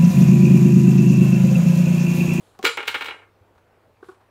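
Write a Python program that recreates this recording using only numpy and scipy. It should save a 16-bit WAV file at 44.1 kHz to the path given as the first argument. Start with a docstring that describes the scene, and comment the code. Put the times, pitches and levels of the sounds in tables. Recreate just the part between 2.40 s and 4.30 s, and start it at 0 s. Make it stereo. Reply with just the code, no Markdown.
"""Bag of bullets set down on a desk

A plastic bag of loose metal bullets lands on a wooden desk, close to the right of the microphone.
Showers of contacts excite the resonances of the heap; short bright bursts are the snapping film.
Decaying sines and dull bursts are the desk, which gives two soft knocks later.
Decaying noise forms the small room, over soft steady noise and a low hum."""
import sys
import numpy as np
from scipy import signal
from scipy.fft import rfft
from scipy.io import wavfile
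from scipy.ndimage import uniform_filter1d

SR = 44100
rng = np.random.default_rng(int(sys.argv[2]) if len(sys.argv) > 2 else 0)


def store_pcm(level_fs):
    """Save levels as 16-bit WAV."""
    pcm = np.round(np.clip(level_fs, -1, 1) * 32767).astype(np.int16)
    wavfile.write(sys.argv[1], SR, np.atleast_2d(pcm).T)


N = 83790  # length in samples


def bullets():
    """Modal resonance: each clump is a shower of metal contacts that rings the shifting heap."""
    # clumps of bullets falling together: t/s, level/dB (before clink_db), bass/dB, treble/dB, settling time/s
    clumps = [(0.2285, -20.5, 14.5, 9.5, 0.0035), (0.2459, -6, -3, 3.5, 0.0062),
              (0.2508, 1.5, 0.5, 0, 0.0089), (0.2605, -3, -3.5, 2, 0.0068), (0.2690, -5, -3.5, 6.5, 0.0047),
              (0.2775, -9.5, -10, -0.5, 0.0081), (0.2892, -14.5, -5.5, 1.5, 0.0062),
              (0.3121, -19, -15, 1, 0.0036), (0.3737, -7, -0.5, -19.5, 0.0095),
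              (0.4030, -14, 0, -10, 0.0065), (0.4288, -16.5, 2, -5, 0.006), (0.453, -24, -4, 1.5, 0.0095),
              (0.4724, -18, 3, 14, 0.012), (0.4779, -3.5, -10, 3, 0.0076), (0.4896, -14, -5, 1, .012),
              (0.511, -24, 0, 15, 0.0055), (0.5255, -28, -6, -2, 0.0045), (0.5435, -5, -2.5, -3.5, 0.0089),
              (0.5550, -13, 6.5, -4, 0.005), (0.576, -29, -11, 17, 0.024), (0.6092, -11, 3, -2, 0.0069),
              (0.621, -12.5, -3.5, -2.5, 0.0052), (0.6430, -20, 7, 11.5, 0.011),
              (0.6566, -13.5, 1.5, 3, 0.014), (0.6830, -12.5, 1, -8.5, .013),
              (0.7081, -17, 5.5, -11, 0.0081), (0.739, -26, 12.5, -23, 0.017), (0.7870, -32, 7, -20, 0.017),
              (0.8172, -31.5, 4, -51, .014)]
    # colour of the heap: f/Hz, level/dB
    heap_colour = [(30, -42), (100, -17), (165, -32), (220, -20.5), (280, -10.5), (380, -9), (500, -4.5),
                   (640, -6), (1000, -3.5), (1500, 0), (2400, 2), (3300, -2.5), (4400, -10.5),
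                   (6000, -22.5), (7400, -21), (9000, -26), (12000, -29), (15000, -25.5)]
    # resonances and hollows of the heap on the desk: f/Hz, width/Hz (before the floor min_width_hz),
    # level over the colour while landing/dB, level over the colour once lying/dB
    rings = [(272, 25, 6, 6), (440, 92, 10, 8), (669, 70, -10.5, -7), (827, 26, 3, 7), (919.3, 42, 10, 7.5),
             (1050, 200, -4.5, 0.5), (1230, 35, 4.5, 2), (1315, 10, 3, 4.5), (1419, 69, 12, 10.5),
             (1460, 60, -10, -6), (1605, 32, 3, 5), (1698, 40, -3, -8), (1790, 20, 6.5, 3.5),
             (1885, 32, -10, -4.5), (2014, 35, -3.5, -8.5), (2155, 14, 4, 8), (2253, 19, 8.5, 8.5),
             (2402, 36, 9.5, 3), (2455, 40, -12.5, -2.5), (2853, 45, 3.5, 7.5), (2906, 27, 2.5, 4.5),
             (3012, 45, -0.5, -2.5), (3050, 28, 0, 3.5), (3320, 44, 11.5, 6), (3413, 62, -4, -4.5),
             (3550, 43, -8, -2), (3675, 34, 4, 5.5), (3980, 45, 9, 7.5), (4135, 94, 7, 4.5),
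             (4320, 80, 1.5, -6.5), (4675, 59, 8, -0.5), (4965, 55, 11, -6), (7250, 400, 10.5, -2.5)]
    bass_hz, treble_hz = 810, 4060  # corners of each clump's own colour
    clink_db, landed_s = 17, .36
    ring_drift, ring_spread_db, min_width_hz = .004, 1., 42  # drift is a fraction of the frequency

    hz, out = grid(), np.zeros((2, N))
    ring_hz, width_hz, landing_db, lying_db = np.transpose(rings)
    width_hz = np.maximum(width_hz, min_width_hz)
    bass = 1 / (1 + (hz / bass_hz) ** 2)
    treble = 1 - 1 / (1 + (hz / treble_hz) ** 4)
    for s, db, bass_db, treble_db, settle_s in clumps:
        # every clump finds the heap slightly rearranged
        drift, favour = rng.standard_normal((2, len(rings)))
        centre_hz = ring_hz * (1 + ring_drift * drift)
        peaks = 1 / (1 + (2 * (hz[:, None] - centre_hz) / width_hz) ** 2)
        ring_db = landing_db if s < landed_s else lying_db
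        heap_db = read(heap_colour, hz) + peaks @ (ring_db + ring_spread_db * favour)
        colour_db = heap_db + bass_db * bass + treble_db * treble
        clink = convolve(contacts(settle_s), ringing(colour_db))
        add(out, s, amp(clink_db + db) * unit(clink))
    return out


def bag():
    """Buckling and friction of a thin film: short bright snaps, and a faint rustle as it moves."""
    # snaps of the plastic film: t/s, level/dB
    snaps = [(0.191, -20), (0.213, -31.5), (0.2280, -15.5), (0.239, -14.5), (0.2461, -2.5), (0.2512, 5),
             (0.2540, -1.5), (0.3733, -8), (0.4791, -5.5)]
    # colour of the snaps: f/Hz, level/dB
    film = [(200, -22.5), (1000, 2.5), (3500, -0.5), (6000, 0), (10000, -11.5), (15000, -9)]
    # the bag is carried in and let go: t of the peak/s, RMS level at the peak/dB, half length/s
    rustles = [(0.0300, -60, .15), (1.6850, -60, .055)]
    # relative colour of the rustle: f/Hz, level/dB
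    rustle_colour = [(100, -10.5), (330, 5), (450, 4), (800, -5.5), (1500, -5.5), (2600, -1.5), (3800, 1.5),
                     (5500, -8), (7400, -4), (10000, -5.5), (15000, -16.5)]
    snap_s = .002  # settling time

    t = np.arange(N) / SR
    rustle = convolve(rng.standard_normal((2, N)), ringing(read(rustle_colour, grid())))
    motion = sum(amp(db) * np.exp(-((t - s) / half_s) ** 2) for s, db, half_s in rustles)
    crackle = bursts([(s, db, snap_s) for s, db in snaps], film)
    return crackle + motion * rustle / rustle.std()


def desk():
    """Modal response of a struck plate: the bag touches the desk, lands on it, and is nudged later."""
    # dull scuffs of the bag and hand on the desk: t/s, level/dB, settling time/s
    scuffs = [(0.1480, -27, .008), (0.1915, -20, .008), (0.2392, -2, .004), (0.3880, -7, .007),
              (1.1520, -28, .012), (1.1780, -24, .008), (1.6275, -23, .007), (1.6420, -20, .008),
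              (1.6860, -19, .009), (1.7130, -22, .009), (1.7450, -27, .006), (1.8050, -27, .025)]
    # colour of the scuffs: f/Hz, level/dB
    scuff_colour = [(60, -18), (170, -16), (400, 0), (600, -5), (800, -1), (1400, -1), (2000, -12),
                    (4000, -19), (8000, -30), (15000, -38)]
    # modes of the first touch: f/Hz, level/dB (before touch_db), T60/s
    touch = [(212, -6, 0.069), (390, -2.5, 0.034), (764, -0.5, .045), (1095, -7, 0.059)]
    # dull knocks on the desk: t/s, level/dB, pitch f/Hz, upper modes/dB, hold/s, T60 of the pitch/s
    knocks = [(0.2393, -12, 385, -9, .005, .02), (0.3880, -26, 365, -10, .005, .025),
              (1.6275, -29.5, 385, -2, .005, .02), (1.6860, -30.5, 371, -2, .013, .03)]
    # modes of the desk: ratio to the pitch, level/dB (before the knock's own), share of the ring time
    desk_modes = [(1, 0, 1), (2, -13, .9), (3, -7, .9), (3.35, -16, .7), (3.94, -8, .8)]
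    # the whole desk gives under the weight: t/s, level/dB
    thuds = [(0.244, -37), (0.3850, -48), (0.487, -44), (0.551, -44.5), (0.704, -44), (1.011, -39.5),
             (1.164, -42.5)]
    touch_s, touch_db, touch_hold_s = .1912, -31, 0.0072
    blow_rise_s = .0012  # of the touch and the knocks
    thud_hz, thud_t60_s, thud_rise_s = 92, 0.12, 0.0043

    out = bursts(scuffs, scuff_colour)
    add(out, touch_s, amp(touch_db) * struck(touch, blow_rise_s, touch_hold_s))
    for s, db, pitch_hz, upper_db, hold_s, ring_s in knocks:
        modes = []
        for k, (ratio, mode_db, share) in enumerate(desk_modes):
            # upper_db sets the hardness of the blow: it spares the lowest mode
            modes.append((pitch_hz * ratio, mode_db + upper_db * (k > 0), ring_s * share))
        add(out, s, amp(db) * struck(modes, blow_rise_s, hold_s))
    for s, db in thuds:
        add(out, s, amp(db) * struck([(thud_hz, 0, thud_t60_s)], thud_rise_s))
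    return out


def contacts(settle_s, size=4096):
    """Random impulse train: a first contact and a dying shower, whitened for each side."""
    contacts_per_s, spread_db = 7000, 3.5
    first_contact, gather_s = 0.9, .002

    t = np.arange(size) / SR
    signs = rng.choice([-1., 1.], (2, size))
    sizes = signs * amp(spread_db * np.clip(rng.standard_normal((2, size)), -2, 2))
    hits = rng.random((2, size)) < contacts_per_s / SR
    shower = sizes * hits * np.exp(-t / settle_s) * (1 - np.exp(-t / gather_s))
    shower[:, 0] = first_contact
    return evened(shower, size=18)


def bursts(rows, colour):
    """Source and filter: short showers of contacts through one spectral colour."""
    out, response = np.zeros((2, N)), ringing(read(colour, grid()))
    for s, db, settle_s in rows:
        add(out, s, amp(db) * unit(convolve(contacts(settle_s), response)))
    return out


def struck(modes, rise_s, hold_s=0, size=12000):
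    """Modal synthesis: sines rise with a soft blow, hold while it pushes, then decay exponentially."""
    t = np.arange(size) / SR
    free_s = np.maximum(t - hold_s, 0)  # time since the push ended
    ring = 0
    for hz, db, t60 in modes:
        decay = np.exp(-np.log(1000) * free_s / t60)
        ring = ring + amp(db) * decay * np.sin(2 * np.pi * hz * t)
    return (1 - np.exp(-t / rise_s)) * ring


def shade_left(left):
    """Acoustic shadow: the left side, away from the source, is weaker by frequency."""
    # gain of the left side: f/Hz, level/dB
    shadow = [(60, -20), (200, -26), (380, -12), (700, -21), (1600, -19), (2400, -18), (4400, -16.5),
              (8000, -20), (10000, -17), (15000, -20)]
    return convolve(left, ringing(read(shadow, grid())))[0]


def room(x, count=4):
    """Reverberation: the echo pattern changes as the heap shifts, several tails taking turns."""
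    shift_s = .07  # from one tail to the next
    turn = np.arange(N) / SR / shift_s
    out = 0
    for k in range(count):
        distance = abs((turn - k + count / 2) % count - count / 2)
        share = np.cos(np.pi / 2 * np.minimum(distance, 1))  # equal-power crossfade
        out = out + convolve(x * share, tail())
    return out


def tail(size=256):
    """Diffuse decay: noise in which each band dies at its own reverberation time."""
    # reverberation time of the room: f/Hz, T60/s
    room_t60 = [(100, 0.13), (300, 0.19), (700, 0.33), (1800, 0.24), (4500, 0.26), (9000, 0.45),
                (15000, 0.067)]
    delay_s = 0.013  # time scale on which the echoes build up

    hz, t, z = signal.stft(rng.standard_normal((2, SR // 2)), SR, nperseg=size)
    decay = np.exp(-np.log(1000) * t / read(room_t60, hz)[:, None])
    wash = signal.istft(z * decay, SR, nperseg=size)[1]
    build_up = 1 - np.exp(-(np.arange(wash.shape[1]) / SR / delay_s) ** 2)
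    return unit(wash * build_up)


def air(size=1024):
    """Stationary background: soft, slightly patchy coloured noise and a sinusoidal mains hum."""
    # relative colour of the still air: f/Hz, level per Hz/dB
    air_colour = [(20, -22), (45, -4), (75, -3), (100, 1), (150, -8), (250, -5), (450, -1), (850, -4),
                  (1500, -12), (3000, -21), (6000, -31), (10000, -33), (15000, -34)]
    noise_db, patch_db = -54, 1.5
    hum_hz, hum_db = 100, -63  # RMS level, like noise_db on the right side
    left_db = -17.5  # left side relative to the right

    hz, t, z = signal.stft(rng.standard_normal((2, N)), SR, nperseg=size)
    patches = uniform_filter1d(rng.standard_normal(z.shape[1:]), size=10, axis=0)
    patches = uniform_filter1d(patches, size=6, axis=1)
    gain_db = read(air_colour, hz)[:, None] + patch_db * patches / patches.std()
    noise = signal.istft(z * amp(gain_db), SR, nperseg=size)[1][:, :N]
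    hum = amp(hum_db) * np.sqrt(2) * np.sin(2 * np.pi * hum_hz * np.arange(N) / SR)
    return (amp(noise_db) * noise / noise.std() + hum) * amp([[left_db], [0]])


def amp(db):
    """Decibel law: level to amplitude ratio."""
    return 10 ** (np.asarray(db) / 20)


def unit(x):
    """Energy normalisation: scales each side to energy 1."""
    return x / np.sqrt(np.sum(x ** 2, -1, keepdims=True) + 1e-20)


def read(points, hz):
    """Interpolation of a table on a log-frequency axis."""
    f, value = np.transpose(points)
    return np.interp(np.log(hz + 1), np.log(f + 1), value)


def add(mix, s, sound):
    """Superposition: adds a sound to the mix from time s, cut at the end of the mix."""
    part = mix[:, round(s * SR):][:, :sound.shape[-1]]
    part += sound[..., :part.shape[1]]


def grid(size=8192):
    """Frequencies in Hz of a discrete Fourier transform, for the filters."""
    return np.fft.rfftfreq(size, 1 / SR)


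def ringing(db):
    """Minimum phase: the causal impulse response with this gain over the frequency grid."""
    log_gain = np.log(amp(np.concatenate([db, db[-2:0:-1]])))
    spectrum = np.exp(np.conj(signal.hilbert(log_gain)))  # phase follows from the log gain
    return np.fft.ifft(spectrum).real[:len(db)]


def convolve(x, response):
    """Linear filtering of each side by an impulse response, cut to the scene's length."""
    return signal.fftconvolve(np.atleast_2d(x), np.atleast_2d(response), axes=1)[:, :N]


def evened(x, size):
    """Spectral whitening: an inverse filter evens out each side's colour over bands of size bins."""
    power = uniform_filter1d(abs(rfft(x, 2 * x.shape[1])) ** 2, size=size, axis=1)
    return unit(convolve(x, [ringing(-10 * np.log10(side + 1e-9)) for side in power]))


def scene():
    """Superposition of direct sound, room and background, the left side in shadow."""
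    bright_room_db, dull_room_db = -9.5, -12
    bright, dull = bullets() + bag(), desk()
    echoes = room(amp(bright_room_db) * bright + amp(dull_room_db) * dull)
    left, right = bright + dull + echoes
    return np.array([shade_left(left), right]) + air()


def record(dry):
    """Soft saturation rounds off the loudest peaks; then a low-pass filter limits the band."""
    ceiling, edge_hz = .95, 15750
    soft = dry / (1 + (dry / ceiling) ** 6) ** (1 / 6)
    low_pass = signal.firwin(401, edge_hz, window=("kaiser", 9), fs=SR)
    return signal.oaconvolve(soft, low_pass[None], "same")


dry = scene()
out = record(dry)
store_pcm(out)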